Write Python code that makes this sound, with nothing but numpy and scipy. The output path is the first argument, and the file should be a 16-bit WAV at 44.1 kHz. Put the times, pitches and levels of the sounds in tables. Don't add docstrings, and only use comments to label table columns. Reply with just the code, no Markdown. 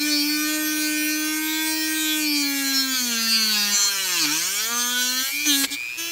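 import sys
import numpy as np
from scipy import signal
from scipy.fft import rfft, irfft, next_fast_len
from scipy.io import wavfile
from scipy.ndimage import uniform_filter1d, map_coordinates

SR = 44100
rng = np.random.default_rng(int(sys.argv[2]) if len(sys.argv) > 2 else 0)


def master(y):
    cut = np.clip(np.atleast_2d(y).T, -1, 1)
    pcm = np.round(cut * 32767)
    wavfile.write(sys.argv[1], SR, pcm.astype(np.int16))


N = 269495
TIME_S = np.arange(N) / SR

# (time [s], speed [Hz])
SHAFT_HZ = [(0.0, 293.7), (0.08, 300.3), (0.22, 291.9), (0.29, 298.2), (0.56, 307), (1.02, 303.2),
            (1.62, 314.4), (2.01, 312.3), (2.19, 307.2), (2.48, 280.8), (2.87, 265.3), (2.94, 260.0),
            (3.16, 228.3), (3.37, 224.3), (3.61, 206.2), (3.9, 200.5), (4.02, 191.6), (4.14, 175.9),
            (4.2, 165.1), (4.27, 145.7), (4.3, 147.1), (4.37, 161), (4.54, 200), (4.65, 223.1),
            (4.71, 235.7), (4.78, 240.9), (5.09, 251), (5.21, 259.2), (5.43, 298.6), (5.46, 303),
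            (5.55, 277.0), (5.65, 273.5), (5.68, 277.6), (5.75, 283.3), (5.82, 306), (5.89, 313.3),
            (5.97, 329.2), (6.11, 340.3)]
# (start [s], length [s], rasp gain [dB], strip-shaking gain [dB], dust gain [dB])
CONTACTS = [(0, 5.31, 0, 0, 0), (5.31, .158, -1, -15, -3), (5.468, .188, 2.5, 1, 4.5),
            (5.71, .045, -1, -9, -4), (5.98, .2, -1, -7, -5)]
# (frequency [Hz], relative level [dB])
LOOSE_DUST_DB = [(300, -51), (1000, -6), (2000, -12.5), (5000, -2), (15000, -0.5)]
WOOD_DB = [(300, -23), (480, -5), (612, -21), (736, -43), (915, -3.5), (1120, -10), (1250, -2),
           (1390, -4.5), (1530, 5.5), (1730, -2), (2030, -2), (2300, 25)]
GRIT_DB = [(2200, -11), (2700, 3), (2970, -2.5), (3400, 6), (3800, -7.5), (4100, 8.5), (4480, 3.5),
           (5000, 1), (5400, 0), (6250, -2), (7300, -6), (7750, -11.5), (8250, -4.5), (9500, -5)]
FIZZ_DB = [(7800, -2), (8250, 2), (8900, -1), (9500, -1), (10200, -6), (11300, 1), (12500, 2), (13200, -1),
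           (14200, 0), (15000, -2), (15500, 1)]
# (delay [s], gain [ratio])
REFLECTIONS = [(.0013, 0.17), (.0029, -0.094), (.0047, .25), (.0083, 0.13)]
# (time [s], sigma [s], gain [dB])
GLANCES = [(0, 0.044, -4), (0.227, 0.053, -14), (2.315, 0.06, -14), (2.458, .07, -5.5),
           (3.046, 0.044, -6.5), (4.411, 0.085, -2), (5.3, .055, -5.5)]
# (start
# [s], length [s], centre [Hz], width [Hz], level [dB])
NARROW_RINGS = [(0, 0.036, 4430, 700, -27.5), (0.037, 0.36, 5130, 700, -32.5), (0.104, .13, 4440, 1090, -24.5),
                (0.275, 0.086, 4550, 690, -28.5), (1.25, 0.83, 2056, 499, -35.5), (1.437, .23, 3550, 347, -34),
                (1.972, 0.21, 3500, 613, -29), (2.23, 0.26, 4480, 500, -30), (2.736, 0.082, 5320, 447, -22.5),
                (2.746, 0.12, 4200, 600, -28.5), (2.803, 0.47, 2390, 400, -40), (3.164, 0.59, 4410, 650, -25),
                (3.316, 0.06, 4700, 456, -25), (3.16, 0.573, 2680, 900, -33.5), (3.5, 0.17, 3880, 700, -28),
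                (3.727, 0.13, 6300, 690, -25), (3.725, 0.15, 7180, 450, -25.5), (3.758, 0.15, 4220, 350, -26.5),
                (4.19, 0.069, 4410, 703, -29), (4.682, 0.264, 1240, 202, -36), (4.744, 0.14, 6270, 606, -29.5),
                (4.852, 0.39, 3300, 1010, -32.5), (4.936, 0.1, 1455, 200, -31), (4.987, 0.26, 6000, 900, -31),
                (5.068, 0.14, 4355, 700, -27.5), (5.459, .05, 6050, 1000, -25), (5.488, 0.079, 3600, 1100, -21.5),
                (5.722, 0.037, 3570, 896, -29.5), (5.99, 0.1, 3070, 900, -38)]
# (shaft multiple, level [dB])
UNBALANCE = [(1, -27), (2, -33), (3, -43.5), (4, -42.5)]
# (frequency [Hz], gain [dB])
STRIP_DB = [(150, -4.5), (200, -11), (240, -5.5), (265, -4.5), (295, 1.3), (315, -3), (350, -14),
            (420, -17), (480, -16), (540, -18.5), (590, -20), (612, -14.5), (640, -23), (700, -5.5),
            (770, -20), (835, -3), (905, -13), (942, -1), (1050, -8.5), (1240, -6.5)]
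# (start [s], length [s], gain [dB])
DROPOUTS = [(2.95, 0.052, -10), (3.754, 0.95, -16.5), (4.7, 0.61, -6.5), (5.238, 0.084, -27)]
# (shaft multiple, base level [dB])
HOUSING_TONES = [(8, -5.5), (16, -4)]
VENT_TONES = [(3, -64.5), (16, -47.5), (18, -68), (24, -74)]
# (time [s], gain [dB])
WHINE_DB = [(.4, -26), (.62, -30.5), (.88, -26), (1.1, -24.5), (1.27, -30), (2.15, -26.5), (2.4, -23),
            (4.3, -34), (4.8, -44), (5.35, -19.5), (5.66, -30), (5.75, -25), (6.11, -23)]
# (frequency [Hz], relative level [dB])
AIR_DB = [(300, -35), (800, -11.5), (1600, -3), (2800, -1), (4000, -6), (5200, -19), (6300, -13),
          (7300, 0.5), (8500, -15), (15000, -9)]
ROOM_DB = [(20, -30), (45, -12), (72, -1.5), (100, -5), (170, -15), (300, -3), (500, -9), (1000, -25.5),
           (4000, 1.5), (15000, -18)]
# (frequency [Hz], level [dB])
HUM_TONES = [(60, -81), (120, -66)]
# (time [s], level [dB], sigma [s])
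SNAGS = [(4.251, -26, 0.011), (5.461, -25.5, 0.0049), (5.645, -19.5, 0.0057), (5.687, -42, 0.0023)]
BUMPS = [(5.465, -57, 0.011), (5.655, -46, 0.013), (5.7, -49, 0.025)]

MAINS_HZ, TOP_HZ = 60, 15720
FREE_HZ, SPIN_UP_S = 373.6, 0.25
USUAL_DRAG, LEAST_DRAG = 0.22, 0.14


def amp(db):
    return 10 ** (np.asarray(db) / 20)


def unit(x):
    return x / np.sqrt(np.mean(x ** 2) + 1e-20)


def smooth(x, size):
    return uniform_filter1d(uniform_filter1d(x, size), size)


def even(x):
    return x / np.sqrt(np.abs(smooth(x ** 2, 2001)) + 1e-20)


def curve(points):
    return np.interp(TIME_S, *np.transpose(points))


def wobble(rate_hz):
    knots = rng.standard_normal(int(N * rate_hz / SR) + 4)
    return np.interp(TIME_S * rate_hz, np.arange(len(knots)), knots)


def gate(start_s, length_s, edge_s):
    age_s = TIME_S - start_s
    return np.clip(.5 + age_s / edge_s, 0, 1) * np.clip(.5 + (length_s - age_s) / edge_s, 0, 1)


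def bell(time_s, sigma_s):
    return np.exp(-.5 * ((TIME_S - time_s) / sigma_s) ** 2)


def gain_at(spectrum, hz):
    knots_hz, db = np.transpose(spectrum)
    return amp(np.interp(np.log(hz + 1), np.log(knots_hz + 1), db))


def filtered(x, response):
    size = next_fast_len(N + 8192)
    return irfft(rfft(x, size) * response(np.fft.rfftfreq(size, 1 / SR)), size)[:N]


def noise(spectrum):
    return filtered(rng.standard_normal(N), lambda hz: gain_at(spectrum, hz))


def band(x, spectrum, low_hz, high_hz):
    skirts = lambda hz: np.sqrt((1 + (low_hz / (hz + 1)) ** 30) * (1 + (hz / high_hz) ** 30))
    return even(filtered(x, lambda hz: gain_at(spectrum, hz) / skirts(hz)))


def contact():
    land_s, leave_s = 0.021, 0.028
    gains = np.zeros((3, N))
    for start_s, length_s, *gains_db in CONTACTS:
        landing = np.clip(.5 + (TIME_S - start_s) / land_s, 0, 1)
        leaving = np.clip(.5 + (start_s + length_s - TIME_S) / leave_s, 0, 1)
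        gains += amp(gains_db)[:, None] * landing * leaving
    return gains


def drag(speed_hz):
    accel_hz_per_s = np.gradient(smooth(speed_hz, 2205)) * SR
    load = 1 - (speed_hz + SPIN_UP_S * accel_hz_per_s) / FREE_HZ
    return np.log2(np.maximum(load, LEAST_DRAG) / USUAL_DRAG)


def roughness(speed_hz, torn_lag_s=0.074, groove_s=0.23):
    sag = np.interp(TIME_S - torn_lag_s, TIME_S, 1 - speed_hz / FREE_HZ)
    return np.clip(0.023 + 2.05 * sag ** 2 + 0.3 * np.exp(-TIME_S / groove_s), 0, 1)


def grit(turns, speed_hz, renew_hz, flicker_db, flare_db, drift_rad):
    frames, points_per_turn = 600, 1024
    multiples, moments = np.arange(120), np.linspace(0, N - 1, frames)

    def wander(rate_hz, spread=1):
        grid = np.meshgrid(moments * rate_hz / SR, multiples / spread, indexing="ij")
        return map_coordinates(rng.standard_normal((frames, len(multiples))), grid, mode="mirror")

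    phase_rad = 2 * np.pi * rng.random(len(multiples)) + drift_rad * wander(renew_hz)
    level = amp(flicker_db * wander(renew_hz) + flare_db * wander(9, spread=2.23))
    above_drone = multiples > len(UNBALANCE)
    in_band = multiples * speed_hz[moments.astype(int), None] < TOP_HZ
    pattern = irfft(above_drone * in_band * level * np.exp(1j * phase_rad), points_per_turn)
    position = [np.linspace(0, frames - 1, N), turns % 1 * points_per_turn]
    return unit(map_coordinates(pattern, position, order=1, mode="grid-wrap"))


def reflect(x):
    echoes = lambda hz: sum(gain * np.exp(-2j * np.pi * hz * delay_s) for delay_s, gain in REFLECTIONS)
    return filtered(x, lambda hz: 1 + echoes(hz))


def grinding(turns, speed_hz):
    rough = roughness(speed_hz)
    skid = grit(turns, speed_hz, renew_hz=40, flicker_db=5.5, flare_db=2, drift_rad=1.1)
    loose = np.sqrt(rough) * (0.9 * skid + 1.1 * noise(LOOSE_DUST_DB))
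    hop = np.exp(0.068 * np.cos(np.pi * turns) + 0.014 * wobble(200))
    slap = unit(sum(np.cos(2 * np.pi * k * turns) for k in range(5, 17)))
    coarse = grit(turns, speed_hz, renew_hz=4.96, flicker_db=3.5, flare_db=1, drift_rad=0.4)
    push = hop * (np.sqrt(1 - rough) * (0.3 * slap + 1.26 * coarse) + 1.4 * loose)

    slip_turns = .007 * rough * wobble(120)
    fine = grit(turns + slip_turns, speed_hz, renew_hz=10, flicker_db=3.5, flare_db=4, drift_rad=0.5)
    fine *= np.sqrt(1 - rough)
    press = np.exp(0.18 * np.cos(2 * np.pi * turns))
    scratch = reflect((fine + loose) * hop * press)
    doublings = drag(speed_hz)

    def level(base_db, drag_db, flutter_db):
        return amp(base_db + drag_db * doublings + flutter_db * wobble(22))

    glance = amp(sum(db * bell(time_s, sigma_s) for time_s, sigma_s, db in GLANCES))
    knock = level(-33, drag_db=0.3, flutter_db=1.0) * glance * band(push, WOOD_DB, 400, 1920)
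    buzz = level(-36.5, drag_db=2.35, flutter_db=2.3) * band(scratch, GRIT_DB, 2010, 3560)
    squeal = level(-37, drag_db=1.8, flutter_db=4.5) * band(scratch, GRIT_DB, 3940, 4710)
    scrape = level(-31, drag_db=2.7, flutter_db=1.74) * band(scratch, GRIT_DB, 5465, 8150)
    puff = np.exp(0.095 * np.cos(2 * np.pi * turns) + 0.038 * wobble(330))
    hiss = level(-32.5, drag_db=0, flutter_db=1.3) * band(scratch * puff, FIZZ_DB, 9030, SR / 2)
    rasp_gain, strip_gain, dust_gain = contact()
    cut = strip_gain * knock + rasp_gain * (buzz + squeal + scrape) + dust_gain * hiss
    return cut + narrow_rings(fine + 0.11 * loose)


def narrow_rings(force, chatter_db=1.5):
    rings = np.zeros(N)
    for start_s, length_s, centre_hz, width_hz, db in NARROW_RINGS:
        swell = gate(start_s, length_s, edge_s=0.36 * length_s)
        on = swell > 0
        b, a = signal.iirpeak(centre_hz, centre_hz / width_hz, SR)
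        ring = signal.lfilter(b, a, signal.lfilter(b, a, force[on]))
        rings[on] += amp(db) * swell[on] * even(ring)
    return rings * amp(chatter_db * wobble(28))


def drone(turns, wander_db=4.5):
    dropout_db = sum(db * gate(start_s, length_s, edge_s=0.028) for start_s, length_s, db in DROPOUTS)
    push = np.zeros(N)
    for multiple, db in UNBALANCE:
        change_db = dropout_db if multiple == 1 else wander_db * wobble(7)
        push += np.sqrt(2) * amp(db + change_db) * np.cos(2 * np.pi * multiple * turns)
    _, strip_gain, _ = contact()
    return strip_gain * filtered(push, lambda hz: gain_at(STRIP_DB, hz))


def motor(turns, speed_hz, housing_hz=2410, width_hz=130):
    ripple = np.cos(2 * np.pi * 2 * MAINS_HZ * TIME_S)
    throb = 1 + 1.29 * ripple
    angle_rad = 2 * np.pi * (turns + 0.0024 * wobble(140))
    tones = lambda rows: throb * sum(amp(db) * np.cos(multiple * angle_rad) for multiple, db in rows)
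    housing = lambda hz: 1j * hz * width_hz / (housing_hz ** 2 - hz ** 2 + 1j * hz * width_hz)
    whine = np.sqrt(2) * amp(curve(WHINE_DB)) * filtered(tones(HOUSING_TONES), housing)
    strain = amp(7.7 * (1 - speed_hz / FREE_HZ))
    air = amp(-42) * (1 + 0.52 * ripple) * unit(noise(AIR_DB))
    return whine + strain * tones(VENT_TONES) + air


def workshop():
    hum = sum(np.sqrt(2) * amp(db) * np.sin(2 * np.pi * hz * TIME_S) for hz, db in HUM_TONES)
    return hum + amp(-44) * unit(noise(ROOM_DB))


def brushes(turns, speed_hz, multiple=48, stall_db=-29):
    sparking = np.clip(1 - speed_hz / FREE_HZ, 0, 1) ** 2
    phase_rad = 2 * np.pi * multiple * turns
    fuzz = wobble(450) * np.cos(phase_rad) + wobble(450) * np.sin(phase_rad)
    return amp(stall_db) * sparking * unit(fuzz)


def bursts(events, spectrum):
    swell = sum(amp(db) * bell(time_s, sigma_s) for time_s, db, sigma_s in events)
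    return swell * unit(noise(spectrum))


def snags():
    return bursts(SNAGS, [(60, -28), (200, -2), (800, -2.5), (1600, 2.5), (2600, 8), (4000, 9.5),
                          (9000, -4), (15000, -35)])


def bench_bumps():
    return bursts(BUMPS, [(20, -11), (55, -2), (120, -7), (400, -1), (2000, -50)])


def scene():
    speed_hz = curve(SHAFT_HZ) * (1 + 0.00079 * wobble(60))
    turns = np.cumsum(speed_hz) / SR
    mono = grinding(turns, speed_hz) + drone(turns) + motor(turns, speed_hz) + workshop()
    mono += brushes(turns, speed_hz) + snags() + bench_bumps()
    return np.array([mono, mono])


def record(dry):
    return np.array([filtered(side, lambda hz: hz < TOP_HZ) for side in dry])


dry = scene()
out = record(dry)
master(out)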